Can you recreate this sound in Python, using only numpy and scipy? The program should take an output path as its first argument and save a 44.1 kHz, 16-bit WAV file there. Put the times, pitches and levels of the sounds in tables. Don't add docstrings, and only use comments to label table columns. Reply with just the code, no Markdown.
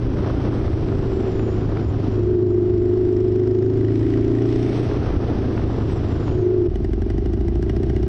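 import sys
import numpy as np
from scipy import signal
from scipy.fft import rfft, irfft, next_fast_len
from scipy.io import wavfile
from scipy.ndimage import uniform_filter1d

SR = 44100
rng = np.random.default_rng(int(sys.argv[2]) if len(sys.argv) > 2 else 0)


def output_pcm(signal):
    pcm = np.clip(np.atleast_2d(signal).T, -1, 1) * 32767
    wavfile.write(sys.argv[1], SR, np.round(pcm).astype(np.int16))


N = 356324
TIME = np.arange(N) / SR
CRAWL_START_S = 6.68
ON_ROAD = TIME < CRAWL_START_S


def from_db(db):
    return 10 ** (np.asarray(db) / 20)


def rms_one(x):
    return x / np.sqrt(np.mean(x ** 2) + 1e-20)


def even(x):
    power = uniform_filter1d(uniform_filter1d(x * x, size=SR // 7), size=SR // 7)
    return x / np.sqrt(np.abs(power) + 1e-20)


def curves(rows):
    times, *columns = np.transpose(rows)
    return [np.interp(TIME, times, column) for column in columns]


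def drift(rate):
    r = np.exp(-80 * np.pi * rate / SR)
    slow = signal.lfilter([1], [1, -2 * r, r * r], rng.standard_normal(N // 40 + 2002))[2000:]
    return np.interp(np.arange(N) / 40, np.arange(len(slow)), rms_one(slow))


def noise(spectrum):
    hz, db = np.transpose(spectrum)
    size = next_fast_len(N)
    freqs = np.maximum(np.arange(size // 2 + 1) * SR / size, 1)
    ends = np.minimum(freqs / hz[0], 1) ** 2 * np.minimum(hz[-1] / freqs, 1) ** 2
    gain = from_db(np.interp(np.log(freqs), np.log(hz), db)) * ends
    return rms_one(irfft(rfft(rng.standard_normal(size)) * gain, size)[:N])


def resonate(x, modes):
    out = 0
    for hz, width, db in modes:
        r = np.exp(-np.pi * width / SR)
        poles = [1, -2 * r * np.cos(2 * np.pi * hz / SR), r * r]
        out = out + from_db(db) * (1 - r * r) / 2 * signal.lfilter([1, 0, -1], poles, x + 1e-18)
    return out


def band(x, low_hz, high_hz, order=8):
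    return signal.sosfilt(signal.butter(order, [low_hz, high_hz], "band", fs=SR, output="sos"), x)


def cut_treble(x, top_hz, order):
    return signal.sosfilt(signal.butter(order, top_hz, fs=SR, output="sos"), x)


def swells_db(rows):
    return sum(db * np.exp(-((TIME - middle_s) / half_s) ** 2) for middle_s, half_s, db in rows)


def strikes(rows, rise_s):
    shape = np.zeros(N)
    for start_s, db, decay_s in rows:
        start = int(start_s * SR)
        age = TIME[:N - start]
        fall = np.exp(-np.clip((age - rise_s) / decay_s, 0, 20))
        shape[start:] += from_db(db) * np.minimum(age / rise_s, 1) * fall
    return shape


# pitch_hz, relative_db
RUMBLE_COLOUR = [(15, -3.5), (30, -7.5), (60, -2), (90, -4.5), (140, -7), (200, -18.5), (300, -27)]
RUSH_COLOUR = [(120, -10.5), (200, 9), (330, 8.5), (430, 4), (520, -1), (720, -4.5), (900, -10.5),
               (1350, -13.5), (2000, -23.5), (3000, -48), (5000, -59.5)]
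SPRAY_COLOUR = [(1000, -7), (2000, 5), (3200, 3.5), (4300, -2), (5700, -3), (6300, -11), (6800, -21),
                (8000, -23.5), (9800, -23), (11000, -44.5), (13000, -54.5)]
# middle_s, half_length_s, change_db
GUSTS = [(0.022, 0.2, -3), (0.285, 0.065, 2.5), (.46, 0.024, 2.5), (1.86, 0.043, -4.5), (2.062, 0.064, 1),
         (2.506, 0.12, -3), (3.644, 0.18, -3), (5.084, 0.075, 2), (5.416, 0.23, 0.5), (6.209, 0.16, 0.2)]
PUDDLES = [(4.15, 0.36, 2.5), (4.517, .04, 5), (4.732, 0.23, 5), (5.91, 0.028, 4.5), (6.105, 0.035, 1)]
def wind_and_spray(speed_octaves):
    wind_db = 11.5 * speed_octaves + swells_db(GUSTS)
    wet_db = swells_db(PUDDLES) - speed_octaves * ON_ROAD
    swirls = drift(29)
    rumble = from_db(np.where(ON_ROAD, -23.5, -24.5) + 2.4 * drift(14)) * noise(RUMBLE_COLOUR)
    rush_db = np.where(ON_ROAD, -26, -35) + wind_db + 1.3 * swirls
    rush = from_db(rush_db + 1.1 * drift(90) + 0.22 * drift(0.69)) * noise(RUSH_COLOUR)
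    spray_db = np.where(ON_ROAD, -48.5, -54.5) + wind_db + wet_db + 0.65 * swirls
    spray = from_db(spray_db + 0.5 * drift(80)) * noise(SPRAY_COLOUR)
    return rumble + rush + spray


# time_s, pitch_hz, level_db
WHISTLE = [(.08, 6800, -81), (.17, 8000, -77), (1.15, 7480, -67), (1.47, 6800, -61), (1.7, 6930, -71.5),
           (2.6, 7030, -67.5), (3.2, 7500, -65.5), (3.42, 7200, -74), (3.56, 6670, -64), (3.75, 6700, -66),
           (4.0, 7670, -63.5), (4.25, 7060, -64), (4.4, 7650, -63), (4.5, 7400, -63), (4.6, 8140, -63),
           (4.85, 8200, -63), (4.97, 8600, -92), (5.25, 8350, -86), (5.55, 7950, -76), (5.72, 7360, -70),
           (5.88, 7250, -68), (5.93, 8000, -63), (6.0, 7400, -74), (6.15, 7200, -67), (6.3, 6660, -63),
           (6.4, 6720, -65), (6.46, 5930, -56), (6.56, 6000, -88)]
def whistle():
    pitch_hz, level_db = curves(WHISTLE)
    tones = 0
    for ratio, tone_db, wander_hz in [(1, -4, 49.8), (1.035, -7.5, 123.6)]:
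        phase = 2 * np.pi * np.cumsum(ratio * pitch_hz + wander_hz * drift(14)) / SR
        breathy = drift(90) * np.cos(phase) + drift(90) * np.sin(phase)
        tones = tones + from_db(tone_db + 2.6 * drift(9)) * breathy
    return from_db(level_db) * tones


# start_s, level_db, decay_s
SLAPS = [(0.246, -30, .005), (0.299, -30, .005), (0.678, -24, .002), (0.886, -26, .0015),
         (0.925, -26, .0015), (1.394, -22, .002), (1.770, -22.5, .0025), (4.913, -26, .0025),
         (5.577, -24, .003), (5.897, -30, .004), (6.280, -27.5, .002)]
# pitch_hz, relative_db
SLAP_COLOUR = [(400, -3), (700, 0), (1400, -3), (2200, -14), (4000, -28), (7000, -52)]
def slaps():
    return strikes(SLAPS, rise_s=.001) * noise(SLAP_COLOUR)


def burst(cycles, place, width, steepness):
    since = (cycles - place + .5) % 1 - .5
    return np.exp(-np.maximum(since, -steepness * since) / width)


# pitch_hz, width_hz, relative_db
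VALVE_RINGS = [(1900, 400, 0.5), (3180, 400, -6.5), (5130, 420, -4)]
RATTLE_RINGS = [(1920, 170, 3.5), (2230, 81, -2.5), (2920, 130, -10), (5060, 400, -18)]
# time_s, tick_db, rattle_db
CLATTER_LEVELS = [(2.4, -77, -80.5), (2.95, -56.5, -63), (3.4, -53, -60), (3.75, -58.5, -55.5),
                  (3.92, -62, -46.5), (4.3, -57, -43.5), (4.55, -48, -46), (4.75, -53, -47.5),
                  (5.0, -69, -74)]
def valve_ticks(cycles):
    tick_db, rattle_db = curves(CLATTER_LEVELS)
    taps = (burst(cycles, .02, .05, 1.5) + .1) * rng.standard_normal(N)
    tick = rms_one(band(resonate(taps, VALVE_RINGS), 1500, 6230, order=3))
    tick *= from_db(tick_db + 1.5 * drift(30))
    hits = sum(strength * burst(cycles, place, .04, 2)
               for place, strength in [(-.06, 1), (.37, .25), (.6, .35)])
    rings = resonate((hits + .08) * rng.standard_normal(N), RATTLE_RINGS)
    return tick + from_db(rattle_db + 1.3 * drift(30)) * rms_one(band(rings, 1490, 6000, order=2))


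# pitch_hz, width_hz, relative_db
CASING_RINGS = [(1618, 120, 15), (1850, 110, 11), (1947, 60, 12), (2390, 100, -4), (2864, 80, 10.5),
                (4660, 100, -13.5), (5560, 190, -5), (7650, 110, -10)]
def chuffs(cycles, throttle, climb):
    width, steepness = np.where(ON_ROAD, 0.072, 0.058), np.where(ON_ROAD, 1.3, 3.3)
    puff = burst(cycles, .015, width, steepness) + 0.14 * burst(cycles, 0.52, width, steepness)
    hiss = gas_hiss(puff)
    hits = burst(cycles, -.008, width, steepness) + 0.16 * burst(cycles, 0.53, width, steepness)
    clatter = resonate((hits + 0.072) * rng.standard_normal(N), CASING_RINGS)
    casing_db = np.where(ON_ROAD, -22.5 + 8 * throttle, -14)
    casing = from_db(casing_db + 1.4 * drift(7.9)) * rms_one(band(clatter, 1340, 8200))
    level_db = np.where(ON_ROAD, -47.5 + 12 * np.sqrt(throttle), -39.5 + 19.2 * climb)
    return from_db(level_db) * (hiss + casing)


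# pitch_hz, relative_db
PUFF_COLOUR = [(600, -1.5), (1000, 5.5), (1800, 1), (3000, -9.5), (4500, -5.5), (5600, -3.5), (6800, -26.5),
               (8000, -20.5), (10000, -20.5), (11500, -38.5), (15000, -40.5)]
def gas_hiss(puff):
    hiss = from_db(-4.5 + 1.3 * drift(5.7)) * (puff + 0.065) * noise(PUFF_COLOUR)
    return np.where(ON_ROAD, cut_treble(hiss, top_hz=8000, order=4), hiss)


# start_s, level_db
KNOCKS = [(6.757, -37), (6.846, -35), (6.933, -31), (7.019, -34), (7.102, -37), (7.333, -36), (7.482, -36),
          (7.625, -32), (7.695, -35), (7.764, -35), (7.832, -35), (8.029, -35)]
def knocks():
    decay_s = .002
    hits = strikes([(start_s, db, decay_s) for start_s, db in KNOCKS], rise_s=.0005)
    rings = resonate(hits * rng.standard_normal(N), CASING_RINGS)
    casing_gain = np.std(resonate(rng.standard_normal(N), CASING_RINGS))
    return band(rings, 500, 8500, order=4) / casing_gain


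# pitch_hz, width_hz, relative_db
PIPE_LOW_RINGS = [(223, 31, -2.5), (288, 60, -5.5), (343, 32, 1.5), (383.3, 16, -0.5)]
def pipe(gas):
    return band(resonate(gas, PIPE_LOW_RINGS), 174, 406, order=6)


# start_s, peak_db
POPS = [(0.488, -17), (0.555, -18), (0.806, -17), (1.426, -18), (1.501, -18), (1.808, -17), (2.077, -14)]
def pops():
    pulses = np.zeros(N)
    for start_s, db in POPS:
        pulses[int(start_s * SR)] = from_db(db)
    rings = pipe(pulses)
    return rings * pulses.max() / np.abs(rings).max()


def beats(cycles, place, uneven, spread_db, jitter_s):
    starts = np.flatnonzero(np.diff(np.floor(cycles - place)) == 1)
    chance = rng.standard_normal((len(starts), 2)) * uneven[starts, None]
    starts = starts + (chance[:, 0] * jitter_s * SR).astype(int)
    pulses = np.zeros(N)
    pulses[np.clip(starts, 0, N - 1)] = from_db(spread_db * chance[:, 1])
    return pulses


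def firing(cycles, uneven, places, second_strength, turbulence):
    first = beats(cycles, places[0], uneven, spread_db=4.5, jitter_s=0.001)
    second = beats(cycles, places[1], uneven, spread_db=6.0, jitter_s=0.0012)
    return rms_one(first + second_strength * second) + turbulence * uneven * rng.standard_normal(N)


def octaves(revs):
    return np.log2(revs / revs.min())


# pitch_hz, width_hz, relative_db
PIPE_HIGH_RINGS = [(657, 81, 1), (733, 53, -4)]
def rasp(cycles, uneven, throttle, revs):
    gas = firing(cycles, uneven + .2, places=(.06, .5), second_strength=.5, turbulence=1.5)
    level = from_db(-56.5 + 81 * octaves(revs)) * np.sqrt(throttle)
    return level * even(band(resonate(gas, PIPE_HIGH_RINGS), 570, 850, order=3))


def gear_whine(cycles, throttle):
    tone = rms_one(np.cos(2 * np.pi * 22.25 * cycles))
    return from_db(-40) * throttle * resonate(tone, PIPE_HIGH_RINGS)


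# pitch_hz, width_hz, relative_db
GROWL_RINGS = [(257.6, 22, -2.5), (308.3, 52, 4), (365.6, 16, -4.5)]
def growl(gas, throttle):
    return from_db(-28.5 + 9.5 * throttle) * even(band(resonate(gas, GROWL_RINGS), 205, 435.6))


def engine_tones(cycles, table, smear=0, flutter_db=0):
    centre = np.mean([round(multiple) for multiple, _ in table])
    tones = 0
    for multiple, db in table:
        lag = np.pi * smear * (round(multiple) - centre) ** 2
        phase = 2 * np.pi * round(multiple) * cycles - lag
        tones = tones + from_db(db + flutter_db * drift(27)) * np.cos(phase)
    return rms_one(tones)


# waves_per_cycle, relative_db
ROAR_TONES = [(9, 2), (10, -4), (11, 1.5), (12, -0.5), (13, -0.5), (14, 0.5)]
def intake_roar(cycles, throttle):
    level = from_db(-14 + 0.86 * drift(45)) * throttle ** 2
    return level * engine_tones(cycles + .18, ROAR_TONES, smear=.18, flutter_db=1.5)


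# start_s, end_s, rise_s, level_db
HONKS = [(0.75, 1.403, .3, -26.5), (2.016, 3.573, .29, -12.5), (6.26, 6.676, 0.2, -11.5)]
def honk_loudness(release_s=0.39):
    level = from_db(-37.5)
    for start_s, end_s, rise_s, db in HONKS:
        rise = np.clip((TIME - start_s) / rise_s, 0, 1) ** 2
        fall = np.clip(1 - (TIME - end_s) / release_s, 0, 1)
        level = level + from_db(db) * rise * fall
    return level


# waves_per_cycle, relative_db
HONK_TONES = [(13, -6.5), (14, 4), (15, -25), (16, -5), (17, -24.5), (26, -24)]
def honk(cycles, uneven, honk_level):
    waver = from_db((-0.75 + 4.2 * uneven) * drift(54))
    return honk_level * waver * engine_tones(cycles - .07, HONK_TONES, flutter_db=.6)


# waves_per_cycle, relative_db
BOOM_TONES = [(1, -29.5), (2, -16), (3, -17), (4, 3), (5, -12), (6, -23.5), (7, -15.5), (8, -18)]
def boom(cycles, uneven, throttle, honk_level):
    level = from_db(-25 + 10.5 * throttle) + 0.12 * honk_level
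    return level * from_db(2.0 * uneven * drift(48)) * engine_tones(cycles - .08, BOOM_TONES)


def road_engine(cycles, throttle, revs):
    uneven_open, uneven_shut = 0.06, 0.62
    uneven = uneven_open + (uneven_shut - uneven_open) * (1 - throttle) ** 0.87
    gas = firing(cycles, uneven, places=(-.22, .36), second_strength=.7, turbulence=.8)
    wheel_turns = .287 * cycles
    swaying = cycles + .005 * np.sin(2 * np.pi * wheel_turns) + (.002 + .014 * uneven) * drift(8)
    honk_level = honk_loudness()
    thump = from_db(-22) * uneven * even(band(resonate(gas, [(88.6, 27, 0)]), 43, 169))
    return (intake_roar(swaying, throttle) + growl(gas, throttle) + gear_whine(swaying, throttle)
            + honk(swaying, uneven, honk_level) + boom(swaying, uneven, throttle, honk_level)
            + rasp(cycles, uneven, throttle, revs) + thump)


# waves_per_cycle, relative_db
THROB_TONES = [(1, -28), (2, -26), (3, -30), (4, 1), (5, -6), (6, -6.5), (7, -5.5), (8, -6.5), (9, -11),
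               (10, -21)]
def crawling_engine(cycles, climb):
    putt_db, throb_db = -24.5 + 11.9 * climb, -21.5 + 14.2 * climb
    uneven = np.full(N, 0.26)
    gas = firing(cycles, uneven, places=(-.03, .49), second_strength=.9, turbulence=1.1)
    putts = from_db(putt_db) * even(pipe(gas))
    crack = firing(cycles, uneven, places=(-.015, .51), second_strength=.5, turbulence=1.3)
    ring = from_db(putt_db - 20) * even(band(resonate(crack, PIPE_HIGH_RINGS), 583, 850, order=3))
    throb = sum(from_db(db) * np.cos(2 * np.pi * round(multiple) * cycles + rng.uniform(0, 2 * np.pi))
                for multiple, db in THROB_TONES)
    return putts + ring + from_db(throb_db + .5 * drift(15)) * rms_one(throb)


def count_cycles(road_revs, crawl_revs):
    road = np.cumsum(road_revs) / SR + .03
    crawl = np.cumsum(crawl_revs * ~ON_ROAD) / SR + .15
    return np.where(ON_ROAD, road, crawl)


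# time_s, cycles_per_s
ROAD_REVS = [(0, 29.239), (0.6, 27.866), (0.95, 27.787), (1.75, 26.092), (2.65, 25.509), (3.45, 26.232),
             (4.05, 27.578), (4.75, 29.737), (5.4, 28.166), (5.95, 26.48), (6.3, 26.341), (6.68, 25.43)]
CRAWL_REVS = [(6.68, 11.12), (6.95, 11.5), (7.25, 13.07), (7.6, 14.03), (7.9, 15.27), (8.08, 15.21)]
# time_s, opening (0 shut, 1 full)
THROTTLE = [(0, .05), (1.0, 0.1), (1.9, 0), (2.35, 0.48), (3.3, 0.61), (3.72, 0.8), (3.9, 1), (4.45, 0.95),
            (4.83, 0.43), (5.02, 0), (6.25, 0.06), (6.45, 0.2), (6.68, 0.5)]
def scene():
    road_revs, crawl_revs = curves(ROAD_REVS)[0], curves(CRAWL_REVS)[0]
    cycles = count_cycles(road_revs, crawl_revs)
    throttle = np.clip(curves(THROTTLE)[0], 0, 1)
    climb = octaves(crawl_revs)
    riding = road_engine(cycles, throttle, road_revs) + valve_ticks(cycles)
    engine = np.where(ON_ROAD, riding, crawling_engine(cycles, climb)) + pops() + knocks()
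    road_speed, crawl_speed = np.log2(road_revs / road_revs.mean()), climb - climb[~ON_ROAD].mean()
    air = wind_and_spray(np.where(ON_ROAD, road_speed, crawl_speed)) + ON_ROAD * whistle() + slaps()
    dip = 1 - np.exp(-((TIME - CRAWL_START_S) / .004) ** 2)
    return (dip * (engine + chuffs(cycles, throttle, climb) + air))[None]


def volume_control(x, threshold_db=-24, slope=0.66, response_s=0.018, boost_db=2.0):
    r = np.exp(-1 / (response_s * SR))
    power = signal.lfilter([1 - r], [1, -r], x ** 2, zi=[np.mean(x[:SR // 4] ** 2)])[0]
    over_db = np.maximum(10 * np.log10(power + 1e-12) - threshold_db, 0)
    return x * from_db(boost_db - slope * over_db)


def record(dry, ceiling=0.6):
    parts = np.split(dry[0], [int(CRAWL_START_S * SR)])
    held = np.concatenate([volume_control(part) for part in parts])[None]
    rounded = held / (1 + (held / ceiling) ** 4) ** (1 / 4)
    return cut_treble(rounded, top_hz=15200, order=14)


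dry = scene()
out = record(dry)
output_pcm(out)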